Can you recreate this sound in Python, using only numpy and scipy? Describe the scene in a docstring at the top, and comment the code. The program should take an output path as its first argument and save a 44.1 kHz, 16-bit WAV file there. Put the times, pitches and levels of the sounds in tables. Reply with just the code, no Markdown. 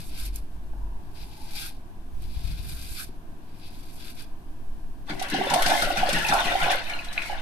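"""Short rasping strokes, a razor drawn up a foamed neck close to a stereo microphone in a small bare room:
clumped random clicks plus friction noise, shaped by spectra and stroke curves.
It is then shaken in a basin of water: rising-pitch bubbles, noise splashes and spray, thumps as noise
drives the basin's modes, a last tap as struck modes.
Under it lie the room's murmur, a wavering noise band, a far engine drone and air on the microphone."""
import sys
import numpy as np
from scipy import signal
from scipy.fft import rfft, irfft, next_fast_len
from scipy.io import wavfile
from scipy.ndimage import map_coordinates

SR = 44100
rng = np.random.default_rng(int(sys.argv[2]) if len(sys.argv) > 2 else 0)


def unload_wav(signal):
    """Save mono or channel-first audio to the path in sys.argv[1] as 16-bit WAV at rate SR, clipped to [-1, 1]."""
    wavfile.write(
        sys.argv[1],
        SR,
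        np.round(np.clip(np.atleast_2d(signal).T, -1, 1) * 32767).astype(np.int16),
    )


N = 326781
T = np.arange(N) / SR
SIZE = next_fast_len(N)
ROOM_TAIL_DB = 6.5   # tail energy against a unit direct click

# Stereo tilt of the near sounds. Each row: frequency in Hz, left minus right in dB.
EARS = [(370, -4), (690, -2), (1270, 2), (2330, 4.5), (4290, 8.5), (7900, -4.5), (14600, -14.5)]
# Vigour of the rinse. Each row: time in seconds, churn level in dB, spray against the churn in dB.
RINSE = [(5.06, -64, -1), (5.1, -37.5, -13), (5.16, -51, -1), (5.23, -42, -9), (5.38, -36.5, -8.5),
         (5.47, -38, -5.5), (5.62, -33.5, -3), (5.74, -32.5, 2.5), (6.0, -36, -4.5), (6.15, -33.5, -3.5),
         (6.31, -33, -5), (6.45, -31.5, -6), (6.58, -34.5, -5.5), (6.72, -31, -9.5), (6.84, -43, -2.5),
         (6.95, -41.5, -7.5), (7.12, -48, -6.5), (7.26, -42.5, -0.5), (7.41, -45.5, -8)]
# Shakes of the razor under water. 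Each row: start in seconds, wave's push on the basin in dB,
# tilt towards the upper basin modes in dB per octave, swell of the churn's large bubbles in dB.
SHAKES = [(5.095, -63, 5, 5.5), (5.319, -61, 10, 5), (5.381, -74, 19.5, 1.5), (5.504, -60, 0, 8.5),
          (5.656, -60.5, 3.5, 9), (5.816, -63.5, 2.5, 9), (5.972, -59, -5, 5.5), (6.124, -54, -7, 3.5),
          (6.286, -59.5, -0.5, 9), (6.442, -62, 3, 2.5), (6.609, -62, -26, 5)]


def amp(db):
    """Decibels to an amplitude factor."""
    return 10 ** (np.asarray(db) / 20)


def rms_one(x):
    """Scale to rms 1 over all channels."""
    return x / np.sqrt(np.mean(x ** 2) + 1e-20)


def in_time(rows):
    """Columns joined by straight lines; the first, a level, is silent outside the rows."""
    s, level_db, *rest = np.transpose(rows)
    curves = [np.interp(T, s, level_db, -120, -120)]
    return curves + [np.interp(T, s, column) for column in rest]


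def at_hz(points):
    """A spectrum read at every bin of the transform, straight lines over log frequency."""
    hz, value = np.transpose(points)
    bins_hz = np.arange(SIZE // 2 + 1) * SR / SIZE
    return np.interp(np.log(bins_hz + 1), np.log(hz), value)


def colour(x, spectrum, balance):
    """Two channels filtered by a spectrum, closed at its low end, and tilted left to right; rms 1."""
    closed = [(spectrum[0][0] / 2, -120)] + list(spectrum)
    gain = amp(at_hz(closed) + at_hz(balance) * [[.5], [-.5]])
    return rms_one(irfft(rfft(x, SIZE) * gain, SIZE)[:, :N])


def pair(likeness):
    """White noise in two channels, correlated by band as the table says."""
    mid, side = rfft(rng.standard_normal((2, SIZE)))
    alike = np.clip(at_hz(likeness), -1, 1)
    both = np.sqrt(1 + alike) * mid + np.sqrt(1 - alike) * side * [[1], [-1]]
    return irfft(both, SIZE)[:, :N]


def drift(rate_hz):
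    """Slow random curve, spread about 1: random knots at twice the rate, joined smoothly."""
    knots = rng.standard_normal(1000)
    return map_coordinates(knots, [T * rate_hz * 2], order=3)


def grains(per_s, spread_db):
    """Random clicks of uneven size and sign; rms 1."""
    size_db = spread_db * np.minimum(rng.exponential(1, N), 5)
    sizes = amp(size_db) * rng.choice([-1, 1], N)
    return rms_one(sizes * (rng.random(N) < per_s / SR))


def ring(push, hz, t60_s):
    """Damped resonator: a unit click sets off a decaying sine of starting height 1."""
    r, w = amp(-60 / (t60_s * SR)), 2 * np.pi * hz / SR
    return signal.lfilter([0, np.sin(w)], [1, -2 * r * np.cos(w), r * r], push)


def struck(hits, modes):
    """Every blow rings every mode of the body with a strength of its own."""
    s, hit_db = np.transpose(hits)
    uneven_db = rng.normal(0, 1.5, (len(s), len(modes)))
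    out = 0
    for k, (hz, mode_db, t60_s) in enumerate(modes):
        clicks = np.full(N, 1e-18)
        clicks[(s * SR).astype(int)] = amp(hit_db + mode_db + uneven_db[:, k]) * (-1) ** k
        out = out + ring(clicks, hz, t60_s)
    return out


def scatter(delays_s):
    """A click smeared by a chain of short all-pass echoes, which leave its colour alone."""
    x = (T[:SR // 3] == 0) * 1.
    for s in delays_s:
        loop = np.r_[1, np.zeros(int(s * SR) - 1), -.6]
        x = signal.lfilter(loop[::-1], loop, x)
    return x


def room(x, tail_db=ROOM_TAIL_DB):
    """Direct sound plus decaying tail: bass partly shared by both ears, treble scattered apart and dulled."""
    t60_s, wall_cut_hz, split_hz = 0.52, 3800, 1016
    # Echo delays off basin and body. Each row, left then right: first and second delay in seconds.
    echo_delays = [(.0002, .0008), (.0004, .0013)]
    t = T[:SR // 3]
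    shared, *ears = rng.standard_normal((3, len(t)))
    fade = amp(-60 * t / t60_s) * (t > .003)
    fade *= amp(tail_db) / np.linalg.norm(fade)
    full = (t == 0) + fade * (0.32 * shared + 0.38 * np.array(ears))
    low = signal.lfilter(*signal.butter(2, split_hz, fs=SR), full)
    dull = signal.lfilter(*signal.butter(1, wall_cut_hz, fs=SR), fade * ears)
    early = np.array([scatter(delays) for delays in echo_delays])
    high = signal.lfilter(*signal.butter(2, split_hz, "high", fs=SR), early + dull)
    return signal.fftconvolve(x[None], low + high, axes=1)[:, :N]


def murmur():
    """Room murmur: broad noise of a fixed spectrum whose level drifts slightly."""
    # Each row: frequency in Hz, relative density in dB per Hz.
    spectrum = [(41, -25), (70, 2.5), (218, -3.5), (319, -2), (522, -19.5), (700, -9), (850, -13.5),
                (1000, -12), (1330, -23.5), (1590, -17.5), (2030, -29), (2430, -26), (5810, -34.5),
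                (14500, -34)]
    # Each row: frequency in Hz, left minus right in dB.
    balance = [(200, -1), (700, -2), (2330, 3), (4290, 2.5), (7900, -2)]
    # Each row: frequency in Hz, left-right correlation.
    likeness = [(180, 1), (540, 0.48), (1400, -0.13), (3000, -0.096)]
    level_db = -48.5 + 0.44 * drift(2.75)
    return amp(level_db) * colour(pair(likeness), spectrum, balance)


def waver():
    """A faint noise band with a wandering centre: slow noise multiplied by a gliding sine."""
    # Each row: time in seconds, centre in Hz, sine's peak in dB.
    glide = [(.75, 970, -65), (0.862, 985, -52), (1.2, 851, -61), (1.45, 860, -50), (1.751, 794, -56),
             (1.9, 800, -92)]
    s, hz, db = np.transpose(glide)
    lowpass = signal.butter(2, 55, fs=SR, output="sos")
    slow = rms_one(signal.sosfilt(lowpass, rng.standard_normal((2, N))))
    carrier = np.sin(2 * np.pi * np.cumsum(np.interp(T, s, hz)) / SR)
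    return slow * amp(np.interp(T, s, db, -120, -120)) * carrier


def drone():
    """Far engine: one low sine gliding in pitch and level."""
    # Each row: time in seconds, pitch in Hz, rms level in dB.
    glide = [(0.119, 44.6, -49), (.3, 46.2, -30), (.47, 50.6, -46), (.57, 53.8, -40), (.66, 50.8, -46),
             (.85, 44.84, -31), (0.969, 45.2, -39), (1.08, 42.7, -67), (1.22, 43, -37), (1.35, 47, -58)]
    s, hz, db = np.transpose(glide)
    tone = np.sin(2 * np.pi * np.cumsum(np.interp(T, s, hz)) / SR)
    return np.sqrt(2) * amp(np.interp(T, s, db, -120, -120)) * tone


def air():
    """Lumpy air on the microphone ports: very low sway and a faster flutter from the same noise."""
    # Each row: time in seconds, sway level in dB, mean flutter level in dB.
    levels = [(0, -31, -32.5), (.15, -32, -48), (2.0, -36, -57), (2.2, -28, -47), (2.4, -31.5, -38),
              (2.85, -33, -43), (3.1, -38, -51.5), (4.3, -34, -69), (4.7, -28, -53), (5.3, -34.5, -70),
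              (5.75, -26.5, -75), (6.6, -30, -52), (6.9, -34, -74), (7.41, -28, -75)]
    # Each row: frequency in Hz, left-right correlation.
    likeness = [(12, .85), (25, .6), (100, .5)]
    sway_db, flutter_db = in_time(levels)
    gusts = pair(likeness)
    # spectra: Hz, relative dB per Hz; balances: Hz, left minus right dB
    sway = colour(gusts, [(4, 11.0), (22, 1.5), (34, -18.0), (60, -13.5), (100, -64.0)],
                  [(10, 0), (20000, 0)])
    flutter = colour(gusts, [(30, 1.0), (50, 3.5), (100, -9.5), (170, -12.5), (400, -51.0)],
                     [(30, 1.2), (200, 3.2)])
    return amp(sway_db) * sway + amp(flutter_db + 4.9 * drift(10)) * flutter


def puffs():
    """Air from the moving hand: each puff a push and pull of pressure, stronger on the left port."""
    # Each row: centre in seconds, peak before panning in dB.
    pushes = [(2.171, -33.5), (2.228, -36.5), (2.373, -26), (2.452, -25), (2.599, -29.5), (2.919, -32.5)]
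    half_width_s, left_minus_right_db = 0.0035, 15.5
    out = 0
    for s, peak_db in pushes:
        u = (T - s) / half_width_s
        out = out - amp(peak_db) * u * np.exp(.5 - .5 * u ** 2)
    return out * amp([[left_minus_right_db / 2], [-left_minus_right_db / 2]])


def knocks():
    """A soft knock and a dull bump as struck modes, then the razor bouncing on the rim; a little to the left."""
    # Soft knock. Each row: start in seconds, strike in dB.
    tocks = [(.733, -47)]
    # Its modes. Each row: frequency in Hz, relative level in dB, t60 in seconds.
    wood = [(690, 10, 0.015), (900, 10, 0.025), (1540, -6, 0.015)]
    # Dull bump. Each row: start in seconds, strike in dB.
    bumps = [(3.09, -40)]
    # Its modes. Each row: frequency in Hz, relative level in dB, t60 in seconds.
    bump_modes = [(242, 0, 0.052), (385, -2.2, 0.077)]
    # Razor on the rim. Each row: start in seconds, strike in dB.
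    taps = [(7.1772, -0.5), (7.191, -13), (7.205, -14), (7.218, -10)]
    # Its modes. Each row: frequency in Hz, relative level in dB, t60 in seconds.
    razor_modes = [(2170, -7.5, 0.0084), (2550, -8, 0.0099), (3970, -24.5, 0.016)]
    dull = room(struck(tocks, wood) + struck(bumps, bump_modes))
    rim = room(struck(taps, razor_modes), tail_db=-3)   # nearer than the water: less tail
    return (dull + rim) * amp([[1.5], [-1.5]])


def waves(rise_s, fall_s):
    """A wave does not land at once: a noisy push that swells and fades drives the basin's modes."""
    # Each row: frequency in Hz, relative drive in dB, t60 in seconds.
    basin = [(147, -5, 0.19), (163.3, 0.5, 0.1), (222.5, 4, 0.051), (296, 1.5, 0.054), (382.2, -8, 0.64)]
    s, push_db, lift_db, _ = np.transpose(SHAKES)
    t = T[:SR // 4]
    swell = (1 - np.exp(-t / rise_s)) * np.exp(-t / fall_s)
    out = 0
    for hz, mode_db, t60_s in basin:
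        octaves = np.log2(hz / basin[1][0])   # from the second mode
        starts = np.zeros(N)
        starts[(s * SR).astype(int)] = amp(push_db + mode_db + lift_db * octaves)
        push = signal.fftconvolve(starts, swell)[:N] * rng.standard_normal(N)
        out = out + ring(push, hz, t60_s)
    return signal.sosfilt(signal.butter(2, [115, 600], "band", fs=SR, output="sos"), out)


def bubbles(rows, cycles, rise, attack=0.98):
    """Dying sines whose pitch climbs as the bubble nears the surface; each rings so many nominal cycles."""
    out, t = np.zeros(N + SR), T[:SR // 12]
    for s, db, hz in rows:
        turns = hz * t[:int(cycles / hz * SR)]
        shape = amp(db - 60 * turns / cycles) * (1 - np.exp(-attack * turns))
        out[int(s * SR):][:len(turns)] += shape * np.sin(2 * np.pi * turns * (1 + rise * turns / cycles))
    return out[:N]


def swarm(low_hz, high_hz, cycles, spread_db, count):
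    """Bubbles born at random moments of the rinse, with random sizes; rms 1."""
    moment, size, loud = rng.random((count, 3)).T
    start = RINSE[0][0]
    starts = start + moment * (T[-1] - start)
    levels_db = -spread_db * np.log(loud + 0.067)
    pitches_hz = low_hz * (high_hz / low_hz) ** size
    return rms_one(bubbles(zip(starts, levels_db, pitches_hz), cycles, rise=0.1))


def single_bubbles():
    """Separate bubbles: dying sines, gently rising in pitch, all with one decay time."""
    # Each row: start in seconds, level before onset and room in dB, starting pitch in Hz.
    rows = [(5.214, -12.5, 737), (5.344, -9.5, 760), (5.388, -9, 384), (5.411, -7.5, 737),
            (5.469, -12, 550), (5.471, -24.5, 3480), (5.507, -8, 930), (5.535, -5.5, 750), (5.56, -2, 683),
            (5.659, -16.5, 1600), (5.697, -22, 666), (5.713, -6, 713), (5.736, -10, 760), (5.75, -10, 800),
            (5.775, -15.5, 2080), (5.821, -9, 1417), (5.874, -14, 696), (6.03, -2, 728), (6.088, -8, 570),
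            (6.145, -15, 1850), (6.247, -15, 2600), (6.262, -21, 2490), (6.29, -11, 820), (6.321, -8, 1364),
            (6.328, -14, 750), (6.35, -7.5, 790), (6.436, -20, 780), (6.454, -26, 4130), (6.488, -17, 1900),
            (6.52, -20, 3600), (6.552, -5, 750), (6.639, -19, 2500), (6.697, -18, 3600), (6.66, -9.5, 760),
            (6.702, -6, 736), (6.748, -13.5, 557), (6.865, -29, 2550), (6.896, -21, 2264),
            (6.934, -23, 2800), (6.936, -28, 4090), (6.947, -23, 1410), (6.988, -24, 2520),
            (7.084, -29, 3920), (7.257, -23, 2170), (7.296, -14.5, 836), (7.325, -17.5, 754)]
    t60_s = 0.032
    singles = sum(bubbles([row], cycles=t60_s * row[2], rise=0.032, attack=0.71) for row in rows)
    return room(singles, tail_db=1.5)


def splats(wash):
    """Each drop bursts with a short crack around its own pitch, then a broad spatter dies away."""
    # Each row: start in seconds, level in dB, pitch of the crack in Hz.
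    drops = [(5.095, -37.5, 3500), (5.195, -33, 5800), (5.2227, -32, 10500), (5.283, -43, 9000),
             (5.298, -33.5, 10200), (5.338, -31.5, 5000), (5.453, -41, 9500), (5.4988, -27.5, 6600),
             (5.537, -22, 8950), (5.6203, -24, 11200), (5.660, -22, 4840), (5.698, -27, 9000),
             (5.82, -29, 9050), (5.971, -30, 6030), (6.090, -28.5, 9000), (6.129, -26.5, 8300),
             (6.184, -34.5, 9000), (6.243, -48, 9000), (6.266, -33, 10500), (6.284, -26, 5970),
             (6.335, -29, 10500), (6.402, -37, 9600), (6.598, -46, 6000), (6.629, -34.5, 9000),
             (6.701, -30, 5570), (6.714, -28.5, 9400), (6.755, -33, 12000), (6.895, -41.5, 8500),
             (7.044, -41, 8050), (7.127, -37.5, 8450), (7.219, -41, 8350)]
    # Each row: frequency in Hz, relative density in dB per Hz.
    spectrum = [(1200, -7), (2000, 8), (5000, 1.5), (9200, -6), (12900, -13.5), (14800, -18)]
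    crack_width, broad_width = 0.14, 1.87   # bandwidth over pitch
    crack_db, crack_t60_s, broad_t60_s, rise_s = -0.5, 0.037, 0.12, .0015
    t, out = T[:SR // 8], np.zeros((2, N + SR))
    clicks = [grains(4000, spread_db=2.5) for _ in wash]
    spatter = np.pad(colour(wash + clicks, spectrum, EARS), ((0, 0), (0, SR)))
    for s, db, hz in drops:
        span = slice(int(s * SR), int(s * SR) + len(t))
        crack = rms_one(signal.lfilter(*signal.iirpeak(hz, 1 / crack_width, fs=SR), spatter[:, span]))
        broad = rms_one(signal.lfilter(*signal.iirpeak(hz, 1 / broad_width, fs=SR), spatter[:, span]))
        fall = amp(crack_db - 60 * t / crack_t60_s) * crack + amp(-60 * t / broad_t60_s) * broad
        out[:, span] += amp(db) * (1 - np.exp(-t / rise_s)) * fall
    return out[:, :N]


def rinse():
    """Churned water: large and small bubbles on a wash of noise, with spray above, single bubbles and drops."""
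    # Large bubbles. Each row: frequency in Hz, relative density in dB per Hz.
    gurgle = [(250, -15.5), (380, -9), (445, -22), (540, -1.5), (780, 7.5), (980, 6.5), (1160, 3.5),
              (1400, -55)]
    # Small bubbles. Each row: frequency in Hz, relative density in dB per Hz.
    fizz = [(1180, -5.5), (1440, 5), (1900, 2.5), (2500, 2.5), (3500, 2), (6000, -5.5), (8000, -47)]
    # Spray. Each row: frequency in Hz, relative density in dB per Hz.
    spray_spectrum = [(3500, -1), (5000, 0), (7030, -1.5), (9200, -2.5), (12900, -8.5), (14800, -15.5)]
    gurgle_db, swell_lag_s, swell_width_s = -5, 0.064, 0.044   # the gurgle swells just after each shake
    patch_hz, gaps_db = 7500, 4   # spray above and below this pitch comes and goes apart
    churn_db, spray_db = in_time(RINSE)
    swell_db = sum(db * np.exp(-.5 * ((T - s - swell_lag_s) / swell_width_s) ** 2) for s, _, _, db in SHAKES)
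    wash, slosh = rng.standard_normal((2, N)), drift(20)

    large = room(swarm(250.3, 1200, cycles=18.0, spread_db=2.1, count=450)) + 0.093 * wash
    small = room(swarm(1182.0, 6600, cycles=43.4, spread_db=3.0, count=800), tail_db=5.5) + 0.49 * wash
    clumps = grains(2500 * amp(4.6 * drift(45)), spread_db=3.0)
    spray = room(clumps, tail_db=5.5) + 0.89 * wash

    churn = colour(large, gurgle, EARS) * amp(gurgle_db + swell_db + 0.89 * slosh)
    churn += colour(small, fizz, EARS) * amp(1.72 * slosh)
    spray = colour(spray, spray_spectrum, EARS) * amp(spray_db)
    dull = signal.filtfilt(*signal.butter(2, patch_hz, fs=SR), spray)
    for part in (dull, spray - dull):
        churn += part * amp(gaps_db * np.minimum(drift(22), 0))
    return amp(churn_db) * churn + single_bubbles() + splats(wash)


def below(x):
    """Sound from under the microphone: an all-pass turns the right ear's phase in the low middle."""
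    turn_hz, width_hz = 381.4, 14.5
    r = np.exp(-np.pi * width_hz / SR)
    poles = [1, -2 * r * np.cos(2 * np.pi * turn_hz / SR), r * r]
    return np.array([x[0], signal.lfilter(poles[::-1], poles, x[1])])


def flick(s, length_s, peak_db, bright_db):
    """The curve of one flick: quick rise, arched hold that brightens, fast drop, faint tail."""
    attack_s, release_s, tail_s = 0.028, 0.025, 0.11
    shoulder_db, foot_db, tail_db = peak_db - 4.5, peak_db - 16, peak_db - 38
    end, dull_db, sharp_db = s + length_s, bright_db - 3.5, bright_db + 3.5
    return [(s - attack_s, foot_db, dull_db),
            (s, shoulder_db, dull_db),
            (s + length_s / 2, peak_db, bright_db),
            (end, shoulder_db, sharp_db),
            (end + release_s, foot_db, bright_db),
            (end + release_s + tail_s, tail_db, dull_db)]


def razor():
    """The blades snap stubble and pop foam cells: dense clicks in uneven clumps over friction noise."""
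    # Drags over the skin, one list a stroke. Each row: time in seconds, rasp level in dB, brightness in dB.
    strokes = [
        [(0, -43.5, -5), (.06, -55.5, 5), (.12, -55, 1), (.2, -45.5, 0.5), (.27, -47.5, 2.5), (.33, -67.5, 0),
         (.37, -67, 20)],
        [(1.0, -76, -10), (1.13, -71, 2), (1.16, -50, -7), (1.23, -49.5, -7), (1.27, -59, -2.5),
         (1.52, -50, -3.5), (1.6, -58, -6)],
        [(2.18, -70, -10), (2.225, -57, -4), (2.34, -57, -3), (2.45, -48.5, -6.5), (2.62, -50, -5),
         (2.7, -48, 0.5), (2.93, -48.5, 1.5), (3.0, -73, 13)],
        [(3.42, -68.5, -18), (3.6, -61.5, -1), (3.64, -55, -7), (3.8, -54.5, -5), (3.94, -57.5, 1.5),
         (3.98, -51, -3), (4.08, -46, -7.5), (4.16, -58.5, -2), (4.2, -68, 1)],
    ]
    # Quick flick off the skin ending each stroke. Each row: start in seconds, length in seconds,
    # peak level in dB, brightness in dB.
    flick_rows = [(0.352, 0.035, -49, -1.5), (1.562, 0.13, -39.5, -2.5), (2.972, 0.068, -39.5, -2),
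                  (4.191, 0.042, -44, -6.5)]
    # Single stiff hairs snapping. Each row: start in seconds, level in dB.
    hairs = [(0.3596, -32), (2.2218, -50), (4.222, -41)]
    # Low rasp. Each row: frequency in Hz, relative density in dB per Hz.
    low_spectrum = [(1700, -17), (2100, -3.5), (2400, 3.5), (2850, -3), (3750, 2.5), (4200, -0.5),
                    (4800, 2.5), (5600, -6), (6500, -17), (9000, -24.5)]
    # High rasp. Each row: frequency in Hz, relative density in dB per Hz.
    high_spectrum = [(4500, -15), (6500, -4), (9900, 0.5), (13000, -1), (14800, -31)]
    # The skin under a firm stroke. Each row: frequency in Hz, relative density in dB per Hz.
    body_spectrum = [(1050, -10), (1350, 0.5), (1600, 5.5), (1900, -17), (2300, -49)]
    firm_db, firm_slope = -28.5, 0.57   # rasp level where skin equals low rasp; its extra dB per dB
    friction, flicker_db, snap_t60_s = .3, 1.8, 0.016

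    clicks = grains(2000 * amp(3.5 * drift(60)), spread_db=2.0)
    rasp = room(clicks, tail_db=3.0) + friction * rng.standard_normal((2, N))
    low, high, body = (colour(rasp, spectrum, EARS) * amp(flicker_db * drift(18))
                       for spectrum in (low_spectrum, high_spectrum, body_spectrum))
    out = 0
    for stroke in strokes + [flick(*row) for row in flick_rows]:
        rasp_db, bright_db = in_time(stroke)
        firm = amp(firm_slope * (rasp_db - firm_db))   # the harder the stroke, the more the skin joins in
        out = out + amp(rasp_db) * (low + amp(bright_db) * high + firm * body)
    for s, level_db in hairs:
        out = out + (T >= s) * amp(level_db - 60 * np.abs(T - s) / snap_t60_s) * high
    return out


def scene():
    """Sum of the background, the air, the knocks, the basin and the razor."""
    background = murmur() + waver() + drone() + air()
    basin_water = below(rinse() + waves(rise_s=0.00089, fall_s=0.052))
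    return background + puffs() + knocks() + basin_water + razor()


def record(dry):
    """Finish of the whole sound: a shallow dip near 7 kHz, then a steep cut above 14 kHz."""
    dip_hz, dip_width_hz, dip_share, cutoff_hz = 7120, 610, 0.42, 14280
    dip = signal.lfilter(*signal.iirpeak(dip_hz, dip_hz / dip_width_hz, fs=SR), dry)
    top_cut = signal.ellip(16, .5, 85, cutoff_hz, fs=SR, output="sos")
    return signal.sosfilt(top_cut, dry - dip_share * dip)


dry = scene()
out = record(dry)
unload_wav(out)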